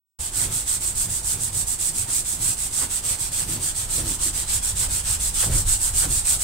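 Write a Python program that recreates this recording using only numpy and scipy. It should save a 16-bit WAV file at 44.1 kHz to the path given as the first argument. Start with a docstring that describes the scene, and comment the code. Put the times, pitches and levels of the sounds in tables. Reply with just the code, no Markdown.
"""Brush scrubbing a van deck

A gloved hand scrubs a hollow fibreglass deck with a small stiff brush, about seven strokes a second.
Random bristle flicks ring high, grit rasps below, and now and then the brush scuffs harder.
Shaped noise makes the deck's boom, thuds and groans; short decaying echoes make the close walls.
A hand-held camera moves in, with low handling rumble over steady outdoor air.
"""
import sys
import numpy as np
from scipy import signal
from scipy.fft import rfft, irfft, next_fast_len
from scipy.io import wavfile
from scipy.ndimage import uniform_filter1d, map_coordinates

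SR = 44100
rng = np.random.default_rng(int(sys.argv[2]) if len(sys.argv) > 2 else 0)


def wav_record(signal):
    """Record a signal, one row per channel, as 16-bit PCM in the file named by sys.argv[1]."""
    frames = np.transpose(np.atleast_2d(signal))
    bounded = np.clip(frames, -1, 1)
    # unit amplitude maps onto the largest positive 16-bit level
    quanta = np.round(bounded * 32767).astype(np.int16)
    wavfile.write(sys.argv[1], SR, quanta)


N = 283695


def amp(db):
    """Decibels to gain."""
    return 10 ** (np.asarray(db) / 20)


def unit(x):
    """Scaled to rms 1."""
    return x / np.sqrt(np.mean(x ** 2) + 1e-20)


def seconds():
    """Time of each sample."""
    return np.arange(N) / SR


def along(points, hz):
    """(frequency, value) points read on a log frequency axis."""
    point_hz, value = np.transpose(points)
    return np.interp(np.log(hz + 1), np.log(point_hz + 1), value)


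def curve(rows):
    """(time, value) rows as one value per sample."""
    return np.interp(seconds(), *np.transpose(rows))


def humps(rows):
    """Sum of Gaussian swells; gain falls to exp(-2) one width from the middle."""
    t_s = seconds()
    return sum(amp(db) * np.exp(-2 * ((t_s - middle_s) / width_s) ** 2) for middle_s, width_s, db in rows)


def wobble(knots_per_s):
    """Smooth random curve through normally distributed knots."""
    knots = rng.standard_normal(int(N * knots_per_s / SR) + 4)
    return map_coordinates(knots, [np.arange(N) * knots_per_s / SR])


def filtered(x, response):
    """x times a response of frequency."""
    size = next_fast_len(N + SR // 2)
    spectrum = rfft(x, size) * response(np.fft.rfftfreq(size, 1 / SR))
    return irfft(spectrum, size)[..., :N]


def ring(x, spectrum, size=2048):
    """x through a causal, minimum-phase body with this spectrum, at rms 1."""
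    log_gain = np.log(amp(along(spectrum, np.fft.rfftfreq(size, 1 / SR))))
    cepstrum = irfft(log_gain)
    fold = 1 + np.sign(size / 2 - np.arange(size))
    fold[0] = 1
    impulse = irfft(np.exp(rfft(cepstrum * fold)))
    return unit(signal.fftconvolve(x, impulse[None], axes=1)[:, :N])


# Left-right correlation of broad noise: (frequency [Hz], correlation [0-1])
STEREO_LIKENESS = [(60, .99), (130, 0.98), (290, .85), (640, 0.92), (1400, 0.22), (4000, 0.46),
                   (15000, .05)]


def rush(spectrum):
    """Stereo noise of rms 1: mid and side shares set the correlation, nearly mono in the bass."""
    def mid_side_gain(hz):
        angle = np.arccos(along(STEREO_LIKENESS, hz)) / 2
        return amp(along(spectrum, hz)) * np.array([np.cos(angle), np.sin(angle)])

    mid, side = filtered(rng.standard_normal((2, N)), mid_side_gain)
    return unit(np.array([mid + side, mid - side]))


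def flicks(rate_hz, alike):
    """Random stereo impulses of steady mean power; a share `alike` is forced to the same sign."""
    chance = rate_hz / SR
    signs = rng.choice([-1, 1], (2, N))
    signs = np.where(rng.random(N) < alike, signs[0], signs)
    return (rng.random(N) < chance) * signs / np.sqrt(chance)


def patchy(x, depth_db):
    """Slow random hills in the spectrum, a few hundred Hz wide, as the contact patch moves; rms 1."""
    bins = signal.stft(x, nperseg=512)[2]
    field = rng.standard_normal(bins.shape[1:])
    field = uniform_filter1d(uniform_filter1d(field, size=4, axis=0), size=12, axis=1)
    return unit(signal.istft(bins * amp(depth_db * unit(field)), nperseg=512)[1][:, :N])


# Outdoor air spectrum: (frequency [Hz], relative level [dB])
AIR_SPECTRUM = [(30, -6), (150, -6.5), (300, -3), (600, -5.5), (760, -2.5), (900, 0.5), (1080, -5),
                (1400, -7), (2200, -11), (6000, -19), (15000, -42)]


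def air():
    """Steady outdoor air: stationary shaped noise."""
    return amp(-48) * rush(AIR_SPECTRUM)


# Handling rumble: (time [s], level [dB])
HANDLING_LEVEL = [(.3, -39), (1.5, -38), (2.3, -42), (3.2, -40), (4.9, -31.5), (5.3, -33), (6.15, -29.5),
                  (6.43, -35)]
# Grip shifts on the camera: (middle [s], width [s], level [dB])
GRIP_JOLTS = [(5.535, .06, -23), (5.68, .035, -25)]
# Handling spectrum: (frequency [Hz], relative level [dB])
HANDLING_SPECTRUM = [(10, -13), (25, -4), (46, -3.5), (66, -6.5), (88, -8), (120, -16), (250, -37.5),
                     (800, -66)]


def handling():
    """Low noise of the hand on the camera, swelling briefly where the grip shifts."""
    return (amp(curve(HANDLING_LEVEL)) + humps(GRIP_JOLTS)) * rush(HANDLING_SPECTRUM)


# Body weight leaning on the deck: (middle [s], width [s], level [dB])
DECK_LEANS = [(.48, .14, -38), (1.09, .06, -43), (1.38, .09, -42), (1.99, .15, -42), (2.45, .15, -41),
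              (3.52, .16, -37.5), (4.05, .14, -35.5), (4.87, .06, -40), (5.51, .1, -34), (6.09, .07, -37)]
# Hollow deck spectrum: (frequency [Hz], relative level [dB])
DECK_SPECTRUM = [(50, -43), (90, 1), (118, 1), (142, -6), (168, -4), (203, -17), (238, -9), (272, -19),
                 (308, -12.5), (430, -20), (700, -26.5), (1500, -26.5)]
BOOM_DB, BOOM_PUSH_DB, BOOM_DRIFT_DB = -42.5, .8, .8  # base, swing with the arm, slow chance


def deck_boom(swing):
    """The hollow deck booms unevenly, more under each push or lean."""
    level_db = BOOM_DB + BOOM_PUSH_DB * swing + BOOM_DRIFT_DB * wobble(5)
    uneven = unit(rush(DECK_SPECTRUM) * amp(0.88 * wobble(25)))
    return (amp(level_db) + humps(DECK_LEANS)) * uneven


# One row per back-and-forth of the arm: (push start [s], pull start [s])
ARM_STROKES = [(.04, .176), (.314, .49), (.65, .793), (.938, 1.076), (1.222, 1.376), (1.516, 1.653),
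               (1.775, 1.925), (2.063, 2.235), (2.382, 2.56), (2.702, 2.881), (3.018, 3.173),
               (3.303, 3.462), (3.59, 3.733), (3.875, 4.034), (4.18, 4.319), (4.459, 4.607), (4.744, 4.879),
               (5.032, 5.182), (5.325, 5.495), (5.648, 5.783), (5.923, 6.076), (6.232, 6.38)]
# How hard the arm bears down: (time [s], relative level [dB])
ARM_EFFORT = [(.2, -26.5), (.4, -21.8), (1.4, -22.7), (2.5, -21.7), (3.65, -24), (4.3, -21.8), (5.1, -22),
              (5.45, -19), (5.8, -19.6), (6.3, -18.2)]
PUSH_DB, PULL_DB = 1.0, -1.1  # a push is heavier than a pull
PUSH_PEAK, PULL_PEAK = .51, .45  # share of the stroke before top speed
LAST_PULL_S = .14


def arm():
    """Brush speed 0-1, pressure dB and swing (+1 mid-push, -1 mid-pull): the hand stops at each turn."""
    t_s = seconds()
    start_s = np.ravel(ARM_STROKES)
    pushing = np.arange(len(start_s)) % 2 == 0
    length_s = np.append(np.diff(start_s), LAST_PULL_S)
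    fastest_s = start_s + np.where(pushing, PUSH_PEAK, PULL_PEAK) * length_s

    # quarter-turns of phase: turn, top speed, turn, ...
    marks_s = np.append(np.column_stack([start_s, fastest_s]), start_s[-1] + length_s[-1])
    swing = np.sin(np.interp(t_s, marks_s, np.arange(len(marks_s)) * np.pi / 2))

    stroke_db = np.interp(fastest_s, *np.transpose(ARM_EFFORT)) + np.where(pushing, PUSH_DB, PULL_DB)
    stroke = np.clip(np.searchsorted(start_s, t_s) - 1, 0, None)
    press_db = uniform_filter1d(stroke_db[stroke], size=1300)
    return np.abs(swing), press_db, swing


# Bristle ring spectrum: (frequency [Hz], relative level [dB])
BRISTLE_SPECTRUM = [(1500, -53), (3500, -24), (6000, -15.5), (7000, -9), (7700, -4), (8170, -1.5),
                    (8700, -4), (9400, -9.5), (10500, -14), (12500, -21.5), (15800, -24)]
# Fine fizz spectrum: (frequency [Hz], relative level [dB])
FIZZ_SPECTRUM = [(2000, -32), (5000, -8), (9000, 0), (12000, 2), (15800, -.5)]


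def bristles(speed, press_db, near):
    """Bristles flick free in tufts: speed gives more and louder ticks, and a fine fizz."""
    tufts = amp(1.55 * wobble(650) + .3 * wobble(130) + .6 * wobble(45))
    grip = np.tanh(1.44 * speed ** 1.82)  # friction levels off once the bristles skate
    ticks = ring(tufts * flicks(4000 + 8000 * speed, alike=.06), BRISTLE_SPECTRUM)
    ticks = ticks * (0.15 + 0.83 * grip)
    fizz = ring(tufts * flicks(12000, alike=.03), FIZZ_SPECTRUM) * amp(-12.5) * speed ** 2.0
    left_minus_right_db = -1.7 + 2.6 * near  # from the right to just past the middle
    return (ticks + fizz) * amp(press_db + 0.2 + np.outer([.5, -.5], left_minus_right_db))


# Grit scrape spectrum: (frequency [Hz], relative level [dB])
RASP_SPECTRUM = [(200, -17), (600, -7.5), (900, -5.5), (1400, -3), (2200, -3), (3400, 2), (5200, 1),
                 (7500, -4.5), (15000, -22)]
# Nasal panel ring spectrum: (frequency [Hz], relative level [dB])
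PANEL_SPECTRUM = [(500, -27), (900, -6), (1150, -11), (1320, 1), (1480, -1), (1700, -6), (2100, -17),
                  (5000, -41)]


def rasp(speed, press_db, rasp_db, near):
    """Tips drag over grit, a duller scrape; closeness brings in the panel's own nasal ring."""
    drag = amp(1.2 * wobble(350)) * flicks(5000 + 6000 * speed, alike=0.25)
    grit = patchy(ring(drag, RASP_SPECTRUM), depth_db=2.0) * amp(press_db + rasp_db - 11)
    panel = patchy(ring(flicks(3000, alike=0.22), PANEL_SPECTRUM), depth_db=3.5)
    panel = panel * near * amp(press_db - 28)
    return (grit + panel) * (0.19 + 0.81 * np.tanh(1.7 * speed ** 1.35))


# Decay time inside the van: (frequency [Hz], t60 [s])
VAN_DECAY = [(200, 0.5), (2000, 0.11), (8000, 0.12), (15000, 0.13)]


def walls():
    """Short stereo noise tail of unit energy; each frequency dies at its own speed."""
    hz, t_s, bins = signal.stft(rng.standard_normal((2, SR // 4)), SR, nperseg=256)
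    decay = amp(-60 * t_s / along(VAN_DECAY, hz)[:, None])
    tail = signal.istft(bins * decay, SR, nperseg=256)[1]
    # silent for 3 ms, full by 6 ms
    tail = tail * np.clip(np.arange(tail.shape[1]) / SR / .003 - 1, 0, 1)
    return tail / np.linalg.norm(tail, axis=1, keepdims=True)


def van(x, count=24):
    """The walls' answer: overlapping tails give a pattern that drifts as hand and camera move."""
    place = np.linspace(0, count - 1, N)
    out = np.zeros((2, N + SR))
    for k in range(count):
        span = np.flatnonzero(np.abs(place - k) < 1)
        fade = np.cos((place[span] - k) * np.pi / 2)
        echo = signal.fftconvolve(x[:, span] * fade, walls(), axes=1)
        out[:, span[0]:span[0] + echo.shape[1]] += echo
    return out[:, :N]


# The brush digs in: (middle [s], width [s], relative level [dB])
DIG_INS = [(0.42, 0.026, -41), (2.10, 0.054, -42.5), (2.825, .03, -35.5), (3.4, 0.035, -42),
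           (4.848, 0.027, -38), (5.435, 0.017, -30), (5.538, 0.044, -37), (6.04, 0.024, -34.5)]
# Scuff spectrum: (frequency [Hz], relative level [dB])
SCUFF_SPECTRUM = [(150, -7), (400, -3), (850, -1.5), (1450, 1), (2200, -3.5), (4000, -6), (9000, -52)]


def scuffs():
    """Short coarse judders where the brush digs in."""
    return humps(DIG_INS) * ring(flicks(2500, alike=0.61), SCUFF_SPECTRUM)


# Arms bump and rub the deck: (start [s], decay [s], thud [dB], hollow groan [dB])
DECK_BUMPS = [(2.822, 0.058, -36, -45), (3.098, .04, -38, -46), (3.489, .12, -40, -37),
              (3.977, 0.055, -31, -40), (4.059, 0.08, -38, -37.5), (4.245, 0.085, -44, -43),
              (5.459, 0.084, -28.5, -42.5), (5.55, 0.064, -35, -40), (6.044, .09, -37, -42)]
# Thud spectrum: (frequency [Hz], relative level [dB])
THUD_SPECTRUM = [(40, -11), (85, 6.5), (175, 0), (215, -6.5), (300, -9), (420, -17), (500, -9.5),
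                 (800, -19.5), (2500, -36)]
# Groan spectrum: (frequency [Hz], relative level [dB])
GROAN_SPECTRUM = [(120, -25), (200, -10), (245, -0.5), (275, -3), (310, 0), (360, -3.5), (420, -16),
                  (800, -35)]


def deck_bumps():
    """The deck shudders when the arms bump or rub it: quick rise, Gaussian decay."""
    t_s = seconds()
    thud, groan = np.zeros((2, N))
    for start_s, decay_s, thud_db, groan_db in DECK_BUMPS:
        age_s = np.maximum(t_s - start_s, 0)
        shudder = (1 - np.exp(-age_s / 0.0043)) * np.exp(-(age_s / decay_s) ** 2)
        thud += amp(thud_db) * shudder
        groan += amp(groan_db) * shudder
    return thud * rush(THUD_SPECTRUM) + groan * rush(GROAN_SPECTRUM)


# Camera approach: (time [s], closeness [0-1])
CLOSENESS = [(0, 0), (3.0, 0.2), (4.6, 0.6), (5.6, 0.8), (6.43, 1)]
# Rasp of the grit under the brush: (time [s], relative level [dB])
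GRIT_LEVEL = [(.25, -1.5), (1.3, -6), (2.7, -4.3), (3.0, -1.1), (5.15, -1), (5.5, -4.1)]


def scene():
    """The brush and its wall echoes over the deck, handling rumble and air."""
    speed, press_db, swing = arm()
    near = curve(CLOSENESS)
    brush = bristles(speed, press_db, near) + rasp(speed, press_db, curve(GRIT_LEVEL), near) + scuffs()
    inside = amp(-0.55) * brush + amp(-5) * van(brush)
    return inside + deck_boom(swing) + deck_bumps() + handling() + air()


# Stereo balance: (frequency [Hz], left minus right [dB])
STEREO_BALANCE = [(60, -1.2), (1000, -.8), (2000, -1.6), (4400, 0.5), (7000, 0.8), (8400, -5.5),
                  (9800, -2.7), (11500, -1.5), (15000, -1.5)]
OPEN_S, TOP_HZ = .188, 15780  # onset of full level, band limit


def record(dry):
    """The camera opens from -60 dB over 4 ms, leans the top hiss right and cuts above its band limit."""
    opened = np.clip((seconds() - OPEN_S) / .004, 0, 1)
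    leaning = filtered(dry, lambda hz: amp(np.outer([.5, -.5], along(STEREO_BALANCE, hz))))
    return filtered(leaning * np.maximum(opened, amp(-60)), lambda hz: hz < TOP_HZ)


dry = scene()
out = record(dry)
wav_record(out)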